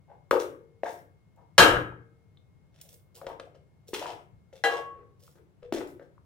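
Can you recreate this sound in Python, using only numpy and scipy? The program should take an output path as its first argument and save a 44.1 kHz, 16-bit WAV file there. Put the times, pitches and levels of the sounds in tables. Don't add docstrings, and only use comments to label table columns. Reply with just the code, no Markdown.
import sys
import numpy as np
from scipy import signal
from scipy.fft import rfft, irfft
from scipy.io import wavfile
from scipy.ndimage import uniform_filter1d

SR = 44100
rng = np.random.default_rng(int(sys.argv[2]) if len(sys.argv) > 2 else 0)


def unload_wav(signal):
    wavfile.write(
        sys.argv[1],
        SR,
        np.round(np.clip(np.atleast_2d(signal).T, -1, 1) * 32767).astype(np.int16),
    )


N = 275625

# frequency in Hz, relative level in dB.
RUMBLE_SPECTRUM = [(20, -24), (45, -15), (70, -4.5), (100, 0), (160, -0.5), (230, -15), (450, -19.5),
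                   (900, -26), (2000, -35.5), (4000, -41), (15000, -51)]
# frequency in Hz, correlation.
RUMBLE_CORRELATION = [(60, .92), (150, 0), (400, .55), (1000, 0), (8000, 0)]
# time in seconds, level in dB.
WHINE_LEVELS = [(0, -84), (4.5, -86), (5.3, -95), (6.25, -95.5)]

# start and length in seconds, rub level in dB,
# rub centre in Hz, hiss level in dB, hiss tilt in dB per octave.
SCRAPES = [(0.076, 0.082, -59, 850, -89, 0), (0.325, 0.04, -32.5, 1180, -47, -0.5),
           (0.393, 0.03, -56, 1300, -42, 2.5), (.85, .04, -44.5, 1760, -66, -3),
           (1.363, 0.097, -65, 908, -93, 2.5), (1.686, 0.087, -31.5, 1350, -42.5, -7.5),
           (2.726, 0.13, -77.5, 600, -71.5, -0.5), (3.164, 0.056, -61, 900, -73.5, 2),
           (3.264, 0.07, -46.5, 960, -59.5, -6.5), (3.542, 0.026, -63.5, 604, -70, -4),
           (3.935, 0.058, -49.5, 990, -45.5, -2), (3.985, 0.15, -45, 1000, -50.5, -3),
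           (4.134, 0.1, -71, 1152, -78, 4), (4.676, 0.12, -41.5, 780, -50, -2.5),
           (4.926, .13, -61, 390, -97, 0), (5.345, .05, -61.5, 373, -85, 0),
           (5.619, 0.045, -56.5, 520, -64, -8), (5.754, 0.051, -48.5, 650, -53, -6.5),
           (5.804, 0.027, -39.5, 312, -60, 0.5), (6.001, 0.029, -61.5, 1600, -79, -5)]
# start and length in seconds, hiss level in dB.
SLIDES = [(0.864, 0.14, -62), (2.814, 0.19, -65.5), (3.141, 0.057, -56.5), (3.866, 0.072, -61.5),
          (5.187, 0.2, -67.5), (5.847, 0.098, -67.5)]
# frequency in Hz, relative level in dB.
RUB_SPECTRUM = [(120, -41.5), (230, -19.5), (320, 1), (500, 2), (700, -1), (950, -2), (1200, -6),
                (1600, -8.5), (2200, -14), (4000, -31), (9000, -57.5)]
GRIT_SPECTRUM = [(500, -22.5), (1500, -4), (2500, -2), (3500, -3), (5500, -7), (9000, -10.5),
                 (12000, -15.5), (15000, -17.5)]
# frequency in Hz, bandwidth in Hz, gain in dB.
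BOWL_RESONANCES = [(3385, 320, -1), (5500, 600, 0.5)]
# start in seconds, level in dB.
CRACKS = [(0.31, -36), (1.361, -72.5), (2.813, -44.5), (2.928, -55), (2.941, -52), (3.154, -56.5),
          (3.176, -64), (3.288, -57.5), (3.888, -55.5), (3.937, -42.5), (5.725, -47)]
# start in seconds, thud level in dB and pitch in Hz,
# clack level in dB and pitch in Hz, tick level in dB, delay of the bounce in seconds,
# then levels in dB of the bounce, the skid's rub and the skid's hiss.
KNOCKS = [(.311, -22, 489, -20, 1234, -32, .022, -23.5, -32.5, -57.5),
          (.834, -27, 628, -42.5, 1750, -54.5, 0.02, -36.5, -44, -54.5),
          (3.215, -52, 588, -50.5, 1100, -62.5, .018, -51, -52.5, -71),
          (3.267, -36.5, 520, -48.5, 1500, -45.5, 0.048, -42.5, -56.5, -82),
          (3.398, -43.5, 560, -46, 1190, -48, 0.015, -52, -62.5, -80),
          (3.933, -30.5, 389.3, -44, 870, -46.5, .031, -42, -58, -49),
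          (4.528, -52, 525, -77, 1500, -65.5, 0.041, -67, -64, -64.5),
          (5.724, -23.5, 336, -32.5, 613, -42.5, .021, -28, -40.5, -48),
          (5.996, -48.5, 508, -59.5, 1600, -69, 0.023, -51.5, -71, -81)]
# start in seconds, rumble level in dB, hum level in dB.
JOLTS = [(0.318, -52.5, -40.5), (1.587, -29.5, -39.5), (1.672, -38, -62), (1.734, -35, -66),
         (4.325, -56, -94.5), (5.723, -58, -72)]
# frequency in Hz, relative level in dB.
GRATE_SPECTRUM = [(20, -17), (45, -7), (70, 1.5), (125, 1.5), (180, -5), (260, -18.5), (500, -44),
                  (2000, -83.5)]
# start in seconds, level in dB, pitch in Hz, decay constant in cycles.
LIGHT_CONTACTS = [(.367, -32.5, 1180, 1.2), (.863, -37.5, 710, 2), (1.922, -50.5, 894, 1.8),
                  (2.372, -64, 3555, 4), (3.288, -46.5, 840, 1.8), (3.435, -64.5, 3010, 2),
                  (3.471, -53, 685, 2), (3.551, -57.5, 586, 2), (3.887, -48.5, 464, 1.9),
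                  (3.961, -45, 3300, 3), (4.015, -38.5, 580, 1.2), (4.058, -37.5, 940, 1.5),
                  (4.095, -44.5, 740, 1.8), (4.109, -45.5, 930, 1.8), (4.179, -56, 780, 1.8),
                  (4.529, -48.5, 511, 5), (4.641, -39, 324, 3), (5.278, -61, 1400, .6),
                  (5.636, -43, 492.6, 6), (5.778, -41, 602, 1.5), (6.016, -50, 539, 4),
                  (6.179, -60.5, 1050, 1.3)]
# start in seconds, crash level in dB, crash tilt in dB per octave,
# level of the ladle's ring in dB, level of the pan's ring in dB.
CLANGS = [(1.58, -9.5, 2.5, -17, -41), (1.598, -18, -1.5, -23, -52), (1.624, -20.5, 0.5, -25.5, -56),
          (4.638, -29, 1.5, -37, -23.5)]
# frequency in Hz, relative level in dB.
CRASH_SPECTRUM = [(30, -32.5), (60, -25.5), (130, -11.5), (220, -20), (300, 1), (500, 6), (800, 1.5),
                  (1300, 3), (1650, 2.5), (1850, -6.5), (2300, -4.5), (2600, -8.5), (3200, -7),
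                  (5000, -11.5), (8000, -20.5), (13000, -27), (16000, -42)]

# frequency in Hz, relative level in dB, time to fall 60 dB in seconds, build-up constant in seconds.
PAN_FLOOR_MODES = [(458, -.5, 1.15, .01), (440, 7, .3, .013)]
LADLE_MODES = [(1157, -12, .36, .004), (1230, -9, .46, .01), (1295, -8, .55, .01), (1360, -9, .48, .01),
               (1561, -9, .5, .004), (1610, -9, .3, .003), (1643, -1, .39, .0015), (1657, -5, .36, .003),
               (2013, -11, .32, .002), (2175, -11, .4, .003), (2456, -10, .42, .004),
               (2724, -13, .32, .003), (2947, -8, .28, .003), (3157, -5, .35, .002), (3188, -4, .26, .002),
               (3240, -8, .2, .002), (3797, -13, .33, .002), (3941, -11, .27, .002)]
PAN_MODES = [(469, -3.5, 0.54, .0088), (610, -10.5, 0.3, .01), (707, -9, 0.44, 0.012),
             (795, 1.5, 0.41, 0.0024), (1087, -6, 0.61, 0.11), (1653, 3.5, .35, .001),
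             (1974, -3, .26, 0.00057), (2780, -12.5, 0.4, 0.0023), (2945, -16, 0.25, .003),
             (3188, -12, 0.39, .0022), (4021, -10.5, 0.21, .002)]
ROOM_MODES = [(120, 4.5, .75, .04), (173, -2, .8, .0096), (296, -2, .38, .002), (435, -6, .25, .02),
              (490, -4, .28, .01), (698, -6, .3, .011), (932, -12, .36, .0092)]
# frequency in Hz, reverberation time in seconds.
ROOM_T60 = [(100, 0.57), (260, 0.6665), (700, 0.39), (1800, 0.436), (4800, 0.26), (12800, 0.3343)]
# frequency in Hz, correlation.
ECHO_CORRELATION = [(100, .8), (300, 0.61), (550, 0.98), (1000, -0.51), (2000, -.5), (8000, .45)]
# frequency in Hz, left minus right level in dB.
BALANCE = [(60, 2), (500, 5), (2000, 4), (4000, 1), (8000, -4.5), (13000, -3.5)]

EDGE_HZ, TAPS = 16100, 4096


def amp(db):
    return 10 ** (np.asarray(db) / 20)


def unit_rms(x):
    return x / np.sqrt(np.mean(x ** 2) + 1e-20)


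def blow(x, span_s=.01):
    return x * np.sqrt(span_s * SR / np.sum(x ** 2))


def read(points, hz):
    f, value = np.transpose(points)
    return np.interp(np.log(hz + 1), np.log(f + 1), value)


def add(mix, s, sound):
    part = mix[max(round(s * SR), 0):][:len(sound)]
    part += sound[:len(part)]


def colour(x, points, tilt_db=0):
    hz = abs(np.fft.fftfreq(TAPS, 1 / SR))
    log_gain = np.log(amp(read(points, hz) + tilt_db * np.log2(hz / 1000 + .1)))
    response = np.fft.ifft(np.exp(np.conj(signal.hilbert(log_gain)))).real
    return signal.fftconvolve(x, response[:TAPS // 2])


def correlate(x, correlation):
    left, other = rfft(x)
    same = np.clip(read(correlation, np.fft.rfftfreq(x.shape[1], 1 / SR)), -1, 1)
    right = same * left + np.sqrt(1 - same ** 2) * other
    return irfft(np.array([left, right]), x.shape[1])


def drift(length, size):
    noise = rng.standard_normal(length)
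    return unit_rms(uniform_filter1d(uniform_filter1d(noise, size), size))


def resonate(x, hz, width_hz):
    carrier = np.exp(2j * np.pi * np.cumsum(hz) / SR)
    pole = np.exp(-np.pi * width_hz / SR)
    return 2 * (carrier * signal.lfilter([1 - pole], [1, -pole], x / carrier)).real


def ring(modes, rattle=0):
    t, out = np.arange(1, SR + 1) / SR, np.zeros(SR)
    for hz, db, t60, build_s in modes:
        sign = rng.choice([-1, 1])
        envelope = amp(db - 60 * t / t60) * (1 - np.exp(-t / build_s))
        roughness = 1 + rattle * drift(SR, size=350)
        out += sign * envelope * roughness * np.sin(2 * np.pi * hz * t)
    return out


def background(rumble_db=-61, hum_db=-72, hum_hz=97, whine_hz=2153):
    t = np.arange(N) / SR
    noises = rng.standard_normal((2, N + TAPS))
    rumble = np.array([colour(noise, RUMBLE_SPECTRUM)[TAPS:N + TAPS] for noise in noises])
    hum = amp(hum_db) * unit_rms(np.sin(2 * np.pi * hum_hz * t))
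    whine_db = np.interp(t, *np.transpose(WHINE_LEVELS))
    whine = amp(whine_db) * unit_rms(np.sin(2 * np.pi * whine_hz * t))
    return amp(rumble_db) * unit_rms(correlate(rumble, RUMBLE_CORRELATION)) + hum + whine


def grains(length, per_s, spread_db):
    size = amp(spread_db * np.minimum(rng.exponential(1, length), 4))
    return unit_rms(size * rng.standard_normal(length) * (rng.random(length) < per_s / SR))


def stroke(length, rub_db, rub_hz, hiss_db, tilt_db, fade_db, rise_s, fall_s=.0067):
    bowl_hz, hollow_db, hollow_q, wander_octaves = 1577, 11, 1.7, .15
    t = np.arange(SR // 4) / SR
    gate = np.clip(np.minimum(t / rise_s, (length - t) / fall_s + .5), 0, 1)
    pressure = gate * amp(fade_db * (np.minimum(t / length, 1) - .5))
    shift = 2 ** (wander_octaves * drift(len(t), size=1500))
    clumps_db = 4 * drift(len(t), size=150)

    slips = amp(clumps_db / 2) * grains(len(t), per_s=1300, spread_db=1.8)
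    slips = colour(slips, RUB_SPECTRUM)[:len(t)]
    bowl = amp(-.5) * resonate(slips, bowl_hz * np.sqrt(shift), width_hz=130)
    hollow = resonate(slips, rub_hz * shift, rub_hz / hollow_q)
    hollow = resonate(hollow, rub_hz * shift, rub_hz / hollow_q)
    rub = unit_rms(slips + bowl + amp(hollow_db) * hollow)

    grit = amp(clumps_db) * grains(len(t), per_s=2000, spread_db=3.1)
    grit = colour(grit, GRIT_SPECTRUM, tilt_db)[:len(t)]
    rings = sum(amp(db) * resonate(grit, hz * np.sqrt(shift), width) for hz, width, db in BOWL_RESONANCES)
    hiss = unit_rms(grit + rings)
    return pressure * (amp(rub_db) * rub + amp(hiss_db) * hiss)


def sliding_friction(skid_s=.066, skid_pitch_ratio=1.08):
    out = np.zeros(N)
    for s, _, thud_hz, *_, rub_db, hiss_db in KNOCKS:
        rub_hz = thud_hz * skid_pitch_ratio
        add(out, s, stroke(skid_s, rub_db, rub_hz, hiss_db, tilt_db=.5, fade_db=.5, rise_s=.00092))
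    for s, length, rub_db, rub_hz, hiss_db, tilt_db in SCRAPES:
        add(out, s, stroke(length, rub_db, rub_hz, hiss_db, tilt_db, fade_db=-6.5, rise_s=.25 * length))
    for s, length, db in SLIDES:
        add(out, s, stroke(length, rub_db=db - 8, rub_hz=560, hiss_db=db,
                           tilt_db=7.5, fade_db=-19.5, rise_s=.32 * length))
    return out


def kitchen(gap_s=.00039, build_s=.00053, standing_db=-53, slot=14):
    taps = np.zeros((2, SR // slot, slot))
    shape = (2, SR // slot, 1)
    np.put_along_axis(taps, rng.integers(0, slot, shape), rng.choice([-1., 1.], shape), 2)
    reflections = correlate(taps.reshape(2, -1), ECHO_CORRELATION)
    hz, t, bands = signal.stft(reflections, SR, nperseg=256)
    decay = amp(-60 * t / read(ROOM_T60, hz)[:, None])
    tail = signal.istft(bands * decay, SR)[1][:, :SR]
    tail *= np.clip((np.arange(SR) / SR - gap_s) / build_s, 0, 1)
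    return tail / np.linalg.norm(tail[0]) + amp(standing_db) * ring(ROOM_MODES)


def tick(tilt_db, decay_s=.005):
    t = np.arange(TAPS) / SR
    return blow(colour(rng.standard_normal(TAPS) * np.exp(-t / decay_s), GRIT_SPECTRUM, tilt_db))


def cracks():
    out = np.zeros(N)
    for s, db in CRACKS:
        add(out, s, amp(db) * tick(tilt_db=10))
    return out


def damped(t, hz, cycles):
    age = t * hz / cycles
    return blow(np.sqrt(age) * np.exp(-age) * np.sin(2 * np.pi * hz * t))


def radiated(x, low_hz=262, dull_hz=3000):
    return signal.sosfilt(signal.butter(3, [low_hz, dull_hz], "bandpass", fs=SR, output="sos"), x)


def knocks(thud_cycles=.9, clack_cycles=.81):
    t, out = np.arange(TAPS) / SR, np.zeros(N)
    for s, thud_db, thud_hz, clack_db, clack_hz, tick_db, bounce_s, bounce_db, _, _ in KNOCKS:
        thud = radiated(damped(t, thud_hz, thud_cycles))
        add(out, s, amp(thud_db) * thud)
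        add(out, s + bounce_s, amp(bounce_db) * thud)
        add(out, s, amp(clack_db) * radiated(damped(t, clack_hz, clack_cycles)))
        add(out, s, amp(tick_db) * tick(tilt_db=-5.5))
    return out


def jolts(decay_s=.047):
    t, rumble, hum = np.arange(SR // 3) / SR, np.zeros(N), np.zeros(N)
    floor_ring = ring(PAN_FLOOR_MODES)
    for s, rumble_db, hum_db in JOLTS:
        noise = unit_rms(colour(rng.standard_normal(len(t)), GRATE_SPECTRUM)[:len(t)])
        add(rumble, s, amp(rumble_db) * noise * np.exp(-t / decay_s))
        add(hum, s, amp(hum_db) * floor_ring)
    return rumble, hum


def light_contacts(contact_s=.0011):
    t, out = np.arange(TAPS) / SR, np.zeros(N)
    for s, db, hz, cycles in LIGHT_CONTACTS:
        slips = rng.standard_normal(TAPS) * np.exp(-t / contact_s)
        response = signal.fftconvolve(slips, damped(t, hz, cycles))
        add(out, s, amp(db) * blow(radiated(response)))
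    return out


def dense_modes(tilt_db, t60_at_1k=.27, damping_exponent=.45, count=420):
    t = np.arange(SR // 5, dtype=np.float32) / SR
    rank = (np.arange(count) + rng.random(count)) / count
    hz = EDGE_HZ * rank * (1 + 2 * rank) / 3 + 1
    spacing = 1 + 4 * rank
    uneven_db = 5 * rng.standard_normal(count) * np.minimum(hz / 6000, 1)
    level_db = read(CRASH_SPECTRUM, hz) + tilt_db * np.log2(hz / 1000) + uneven_db
    size = rng.choice([-1, 1], count) * np.sqrt(spacing) * amp(level_db)
    t60 = t60_at_1k * (np.maximum(hz, 1000) / 1000) ** -damping_exponent
    phase = 2 * np.pi * rng.random(count)
    omega, loss, phase = np.float32([2 * np.pi * hz, np.log(1000) / t60, phase])[:, :, None]
    modes = np.exp(-loss * t) * np.sin(omega * t + phase)
    return np.float32(size) @ modes / np.sqrt(np.sum(size ** 2) / 2)


def clangs(chatter_db=-2, chatter_s=.01):
    t, crash, tones = np.arange(SR // 5) / SR, np.zeros(N), np.zeros(N)
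    for s, crash_db, tilt_db, ladle_db, pan_db in CLANGS:
        contacts = grains(len(t), per_s=3600, spread_db=1.5)
        chatter = unit_rms(colour(contacts, CRASH_SPECTRUM, tilt_db)[:len(t)]) * np.exp(-t / chatter_s)
        add(crash, s, amp(crash_db) * (dense_modes(tilt_db) + amp(chatter_db) * chatter))
        add(tones, s, amp(ladle_db) * ring(LADLE_MODES, rattle=.5))
        add(tones, s, amp(pan_db) * ring(PAN_MODES, rattle=.25))
    return crash, tones


def singing_pan(start_s=4.675, length_s=.25, hz=1111, db=-34.5):
    rise_s, fade_db_per_s, release_db_per_s = .055, 31, 120
    t, out = np.arange(SR) / SR, np.zeros(N)
    level_db = db - fade_db_per_s * t - release_db_per_s * np.maximum(t - length_s, 0)
    envelope = amp(level_db) * np.minimum(t / rise_s, 1)
    cycles = np.cumsum(hz * (1 + .001 * drift(SR, size=900))) / SR
    roughness = 1 + .1 * drift(SR, size=500)
    add(out, start_s, envelope * roughness * np.sin(2 * np.pi * cycles))
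    return out


def scene(knock_room_db=-5.5, crash_room_db=1, tone_room_db=-4, echo_lean_db=.55):
    rumble, hum = jolts()
    crash, tones = clangs()
    impacts = knocks() + light_contacts() + cracks() + rumble
    friction = sliding_friction()
    sent = amp(knock_room_db) * impacts + friction + amp(crash_room_db) * crash + amp(tone_room_db) * tones
    echo = signal.fftconvolve(sent[None], kitchen(), axes=1)[:, :N]
    echo *= amp([[echo_lean_db], [-echo_lean_db]])
    direct = impacts + friction + crash + tones + hum + singing_pan()
    return np.array([direct, np.roll(direct, 2)]) + echo + background()


def record(dry, ceiling=1.1):
    lean_db = read(BALANCE, np.fft.rfftfreq(N, 1 / SR)) / 2
    heard = irfft(rfft(dry) * amp([lean_db, -lean_db]), N)
    limited = ceiling * np.tanh(heard / ceiling)
    low_pass = signal.firwin(511, EDGE_HZ, window=("kaiser", 9), fs=SR)
    return signal.oaconvolve(limited, low_pass[None], "same")


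dry = scene()
out = record(dry)
unload_wav(out)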